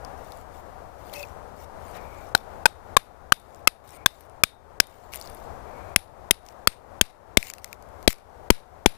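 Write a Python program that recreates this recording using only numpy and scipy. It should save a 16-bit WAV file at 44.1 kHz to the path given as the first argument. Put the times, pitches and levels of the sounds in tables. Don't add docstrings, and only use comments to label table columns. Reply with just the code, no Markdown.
import sys
import numpy as np
from scipy import signal
from scipy.fft import rfft, irfft
from scipy.io import wavfile
from scipy.ndimage import uniform_filter1d

SR = 44100
rng = np.random.default_rng(int(sys.argv[2]) if len(sys.argv) > 2 else 0)


def bounce(signal):
    frames = np.transpose(np.atleast_2d(signal))
    limited = np.clip(frames, -1, 1)
    pcm = np.round(limited * 32767).astype(np.int16)
    wavfile.write(sys.argv[1], SR, pcm)


def boost_factor(decibels):
    exponent = np.asarray(decibels, float) / 20
    return 10 ** exponent


N = 395577
T = np.arange(N) / SR

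# start [s], contact time [s], force over the overload point [dB],
# ground give [dB], crack [dB].
BLOWS = [(2.3498, 0.0037, 2.5, -26.5, -9.5), (2.6564, 0.01, 6, -26.5, -6), (2.9669, .0075, 11, -20, -6.5),
         (3.3212, .0056, 12.5, -25.5, -7), (3.6733, .0065, 13.5, -27.5, -3.5), (4.06, 0.0053, 12, -27, -5),
         (4.436, 0.0035, 14, -27, -2.5), (4.801, 0.0041, 12, -25.5, -2), (5.961, .0023, 9.5, -18.5, -4),
         (6.309, 0.0049, 10.5, -22.5, -3), (6.6731, .0033, 11, -17.5, -4), (7.012, 0.003, 14, -14, -3),
         (7.3712, .004, 13, -10, -3), (8.077, 0.004, 8.5, -8.5, -3), (8.5032, 0.0049, 10, -5, -3.5),
         (8.8598, .0048, 8, -7.5, -5.5)]
# low, middle and high mode [Hz],
# low mode level [dB], middle mode level [dB].
STAKE_RING = [(870, 1507, 4026, -2, 3.5), (907, 1528, 2497, 4.5, 5.5), (1098, 1700, 3660, 7.5, -2.5),
              (1210, 1500, 3000, 4, 3.5), (1286, 2142, 2670, 3, -4), (1098, 1636, 3500, -0.5, 1.5),
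              (1320, 1550, 2400, -3, -2), (1640, 5700, 5146, 0, -3.5), (1750, 2153, 10023, -4.5, -4.5),
              (2110, 3800, 11000, -3.5, -6), (1290, 1400, 4489, -0.5, 0.5), (1625, 3100, 6700, -3.5, -2.5),
              (656, 2164, 3600, -2, 2), (680, 2368, 4000, 0, -0.8), (960, 1500, 2336, 5, -2),
              (846, 2400, 3531, 4, 0)]
# mode [Hz], level [dB].
CONTACT_MODES = [(530, -7), (2150, -7), (2550, -0.5), (3260, 2), (4400, -10), (5050, -6.5), (6800, -17.5),
                 (8700, -10.5), (10100, -9.5), (12300, -11.5)]
# mode [Hz], level [dB], decay by 60 dB [s].
HEAD_RING = [(2650, -12, .1), (3690, -2.5, 0.29), (4390, -5.5, .15), (4990, -5, 0.15), (5380, -9, 0.17),
             (6735, -8, 0.1), (8140, -9.5, .15), (8500, -11, .2), (10000, -4.5, .25), (10900, -10, .15),
             (11900, -8.5, 0.29), (12700, -11, .15)]
# frequency [Hz], level [dB per Hz].
ECHO_SPECTRUM = [(710, -35), (1200, -5), (2310, -0.5), (3350, -6), (3730, -1.5), (7650, -14.5),
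                 (10100, -7.5), (15500, -22)]
# start [s], peak [dB], colour [Hz].
SNAPS = [(0.0485, -35.5, 5100), (0.3205, -35, 4070), (.373, -46, 10000), (1.0967, -42, 3270),
         (1.138, -28, 3870), (1.229, -31, 4000), (2.377, -31.5, 3960), (1.951, -45, 4000),
         (3.3993, -47, 8600), (3.5467, -42.5, 6250), (3.559, -47, 8700), (3.876, -47, 10000),
         (3.8913, -41, 7700), (3.906, -42, 8900), (4.208, -41, 10700), (4.2974, -49, 8700),
         (4.87, -43, 10500), (5.136, -25.5, 2680), (5.1443, -27.5, 10400), (5.152, -33, 11000),
         (5.1585, -27, 10600), (5.2001, -42, 9000), (5.213, -29, 4750), (5.2244, -40, 5660),
         (5.259, -40, 4920), (5.274, -34.5, 5100), (5.299, -38, 9900), (5.3477, -42, 10200),
         (6.464, -43, 5500), (6.487, -38, 5440)]
# start [s], peak [dB].
CHIPS = [(7.428, -23), (7.47, -30), (7.5004, -23), (7.537, -26), (7.583, -35), (7.6443, -21.5),
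         (7.677, -45.5), (7.729, -27.5), (7.825, -42), (7.8884, -49), (8.028, -37.5), (8.1056, -20),
         (8.1284, -22.5), (8.184, -46)]
# start [s], length [s], level [dB], change over its length [dB], centre [Hz].
RUSTLE = [(.17, 0.26, -56, -0.5, 7000), (0.515, 0.1, -58, 4, 9000), (0.978, 0.19, -60, 10, 4500),
          (1.126, 0.12, -40.5, -5, 5430), (1.244, .1, -51.5, -11, 6000), (1.558, .095, -57.5, 9, 5700),
          (1.8, .18, -58, 10.5, 8060), (2.0, .3, -59, 2, 5000), (3.378, .24, -69.5, 7, 7640),
          (3.836, 0.14, -60, 12, 8540), (4.1, 0.17, -59, -2, 9000), (4.89, 0.23, -58.5, -6, 6000),
          (5.118, 0.064, -42, 1, 10000), (5.178, 0.29, -47.5, -11, 5300), (6.446, 0.087, -58, -1, 5600),
          (7.388, .13, -45, 2.5, 7000), (7.53, 0.074, -54, -5, 7000), (7.614, 0.14, -58, -2.5, 7000),
          (7.997, 0.095, -64, -1, 7800), (8.087, 0.046, -32, -12, 8000), (8.138, 0.065, -62, -10, 7000)]
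# start [s], length [s], level [dB], tone [Hz].
SCRAPE = [
    (1.153, 0.067, -40.5, 2600),
    (1.227, .018, -30, 2560),
    (1.12, .12, -38.5, 580),
]
BOOT = 1.925, 0.079, -41.5
# start [s], length [s], level [dB].
WHINE = [
    (1.9, 0.39, -55.5),
    (3.94, 0.13, -53),
    (5.62, 0.39, -57.5),
]
# time [s], level [dB].
TRAFFIC_LEVEL = [(0, -37), (1, -40), (2, -38), (3, -38.5), (4, -35.5), (5, -36.5), (5.7, -37.5),
                 (6.5, -37.5), (7.5, -35.5), (8.2, -40.5), (9, -39)]
# frequency [Hz], level [dB per Hz].
TRAFFIC_SPECTRUM = [(8.8, -31.5), (15, -1.5), (28, -6), (75, 3), (146, -9), (303, -10.5), (455, -5),
                    (726, -2), (1380, -12.5), (2080, -23.5), (2270, -25.5), (2860, -32), (14700, -41.5),
                    (16000, -44)]
# frequency [Hz], level [dB per Hz].
CIRCUIT_SPECTRUM = [(8, 34.5), (16, 37.5), (45, 29), (100, 16.5), (200, 8.5), (500, -9.5), (1500, -2),
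                    (5000, -1), (15600, -3), (16000, -6)]


def blows():
    out = np.zeros(N)
    t = T[:SR // 3]
    patchy_echo = coloured(ECHO_SPECTRUM) * boost_factor(2.5 * drift(60))
    for (s, pressed_s, _, give_db, crack_db), (*ring_hz, low_db, middle_db) in zip(BLOWS, STAKE_RING):
        i = round(s * SR) - len(t)
        echo_db = -42 + 0.4 * (give_db + 18)
        echo = boost_factor(echo_db) * patchy_echo[i:i + len(t)] * np.clip(t / 0.01, 0, 1) * fade(t, 0.29)
        knock_db = -8 + 1.5 * (give_db + 17.5)
        add(out, s, ground(t, knock_db, give_db) + head_ring(t) + echo)
        add(out, s, contact(T[:SR // 20], pressed_s, crack_db, ring_hz, [low_db, middle_db, 0.04]))
    return out


def contact(t, pressed_s, crack_db, ring_hz, ring_db):
    hz, level_db = np.transpose(CONTACT_MODES)
    uneven_db = 1.1 * rng.standard_normal(len(hz))
    head = chatter(t, hz, level_db + crack_db + uneven_db, 0.17).sum(axis=0)
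    stake = chatter(t, np.array(ring_hz), np.array(ring_db), 0.045).sum(axis=0)
    crack = boost_factor(crack_db + 4.5) * band(rng.standard_normal(len(t)), 1200, 12000)
    release = fade(np.maximum(t - 0.74 * pressed_s, 0), 0.01)
    return boost_factor(-1.5) * (head + stake + crack) * fade(t, 0.035) * release


def ground(t, knock_db, heave_db):
    late = np.maximum(t - 0.0035, 0) / 0.0017
    heave = -boost_factor(heave_db) * late * np.exp(1 - late)
    heave = signal.sosfilt(signal.butter(1, 25.0, "high", fs=SR, output="sos"), heave)
    swing = boost_factor(knock_db - 28) * (t / 0.064) ** 2 * np.exp(2 - 2 * t / 0.031)
    thump = mode(t, 190, heave_db + 4.0, 0.029)
    knock = mode(t, 356, knock_db + 4.0, 0.011)
    return heave + swing + thump - knock


def head_ring(t):
    hz, level_db, t60 = np.transpose(HEAD_RING)
    detuned_hz = hz * (1 + 0.008 * rng.standard_normal(len(hz)))
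    uneven_db = level_db - 45.5 + 4 * rng.standard_normal(len(hz))
    modes = chatter(t, detuned_hz, uneven_db, 0.13)
    return (modes * fade(t, t60[:, None])).sum(axis=0)


def snaps():
    out = np.zeros(N)
    t = T[:SR // 25]
    rows = [(s, peak_db, hz, 1.04) for s, peak_db, hz in SNAPS]
    chip_hz, rebound_s, rebound_loss_db = 2390, 0.014, 24
    for s, peak_db in CHIPS:
        rows.append((s, peak_db, chip_hz, 1))
        rows.append((s + rebound_s, peak_db - rebound_loss_db, 2 * chip_hz, 1))
    for s, peak_db, hz, colour in rows:
        grit = rng.standard_normal(len(t)) * fade(t, 0.0079)
        click = 0.5 * band(grit, 1300, 14000)
        rattle = colour * band(grit, hz / 1.214, hz * 1.19)
        add(out, s, boost_factor(peak_db + 9.0) * (click + rattle))
    return out


def rustle():
    sizes = boost_factor(4.5 * np.minimum(rng.exponential(1, N), 4)) * rng.choice([-1, 1], N)
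    sparse = sizes * (rng.random(N) < 2000 / SR)
    grains = rms_one(sparse) + 0.7 * rng.standard_normal(N)
    centres = np.geomspace(2300, 14000, 9)
    bands = []
    for hz in centres:
        part = rms_one(band(grains, hz / 1.12, hz * 1.12)) * np.sqrt(hz / 16000)
        bands.append(part * boost_factor(1.8 * drift(33) - 2.1 * np.log2(hz / 5000)))
    bands = np.array(bands)
    out = np.zeros(N)
    for s, length, level_db, change_db, centre_hz in RUSTLE:
        on = slice(round(s * SR), round((s + length) * SR))
        peak = np.exp(-(np.log2(centres / centre_hz) / 0.51) ** 2)
        level = boost_factor(level_db + change_db * (T[on] - s) / length)
        out[on] += swell(s, length, 0.0072)[on] * level * (boost_factor(1.55 * peak) @ bands[:, on])
    return out


def scrape():
    return sum(narrow(hz / 1.022, hz * 1.022, [row], 0.008) for *row, hz in SCRAPE)


def boot():
    return narrow(250, 1700, [BOOT], 0.025)


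def whine():
    return narrow(2150, 2450, WHINE, 0.083)


def traffic():
    level_db = np.interp(T, *np.transpose(TRAFFIC_LEVEL)) + 1.0 * drift(3.4)
    return boost_factor(level_db) * coloured(TRAFFIC_SPECTRUM)


def circuit():
    buzz_hz = 470.55
    buzz = np.zeros(N)
    for k in range(1, 17):
        buzz += boost_factor(-1.0 * max(k - 5, 0)) * np.sin(2 * np.pi * k * buzz_hz * T + k * k)
    return boost_factor(-54.0) * coloured(CIRCUIT_SPECTRUM) + boost_factor(-79.5) * buzz


def chatter(t, hz, level_db, wander):
    phase = np.cumsum(wander * rng.standard_normal((len(hz), len(t))), axis=1)
    return boost_factor(level_db)[:, None] * np.sin(2 * np.pi * hz[:, None] * t + phase)


def mode(t, hz, level_db, t60):
    return boost_factor(level_db) * np.sin(2 * np.pi * hz * t) * fade(t, t60)


def fade(t, t60):
    return boost_factor(-60 * t / t60)


def swell(s, length, edge):
    return np.clip(np.minimum(T - s, s + length - T) / edge, 0, 1)


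def narrow(low_hz, high_hz, rows, edge):
    tone = rms_one(band(rng.standard_normal(N), low_hz, high_hz))
    return tone * sum(boost_factor(db) * swell(s, length, edge) for s, length, db in rows)


def band(x, low_hz, high_hz):
    edges = np.clip([low_hz, high_hz], 10, 0.45 * SR)
    return signal.sosfilt(signal.butter(2, edges, "band", fs=SR, output="sos"), x)


def coloured(points):
    hz = np.maximum(np.arange(N // 2 + 1) * SR / N, 5)
    point_hz, point_db = np.transpose(points)
    shape_db = np.interp(np.log(hz), np.log(point_hz), point_db)
    return rms_one(irfft(rfft(rng.standard_normal(N)) * boost_factor(shape_db), N))


def drift(rate_hz):
    r = np.exp(-2 * np.pi * rate_hz / SR)
    return rms_one(signal.lfilter([1], [1, -2 * r, r * r], rng.standard_normal(N + SR))[SR:])


def rms_one(x):
    return x / np.sqrt(np.mean(x ** 2) + 1e-20)


def add(out, s, sound):
    i = round(s * SR)
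    out[i:i + len(sound)] += sound[:N - i]


def gain_control():
    hold_s, recover_db_per_s = 0.068, 21.5
    duck_db = np.zeros(N)
    for s, _, force_db, *_ in BLOWS:
        since = T - s
        ramp = np.clip((since + 0.02) / 0.014, 0, 1)
        recovered_db = recover_db_per_s * np.maximum(since - hold_s, 0)
        duck_db = np.maximum(duck_db, force_db * ramp - recovered_db)
    return boost_factor(-duck_db)


def scene():
    near = blows() + snaps() + rustle() + scrape() + boot() + whine()
    return np.array([near / gain_control() + traffic(), circuit()])


def top_cut(x):
    return signal.sosfilt(signal.butter(12, 16940, fs=SR, output="sos"), x)


def record(dry):
    top_hz = 16150
    x = signal.sosfilt(signal.cheby2(10, 50, top_hz, fs=SR, output="sos"), dry) * gain_control()
    ahead = sum((T > s - 0.016) & (T < s - 0.0005) for s, *_ in BLOWS)
    dimmed = 0.64 * uniform_filter1d(1.0 * ahead, size=60)
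    bass = signal.sosfiltfilt(signal.butter(3, 2000, fs=SR, output="sos"), x[0])
    x[0] -= dimmed * (x[0] - bass)
    x = x / (1 + np.abs(x) ** 6) ** (1 / 6)
    return top_cut(0.98 * x)


dry = scene()
out = record(dry)
bounce(out)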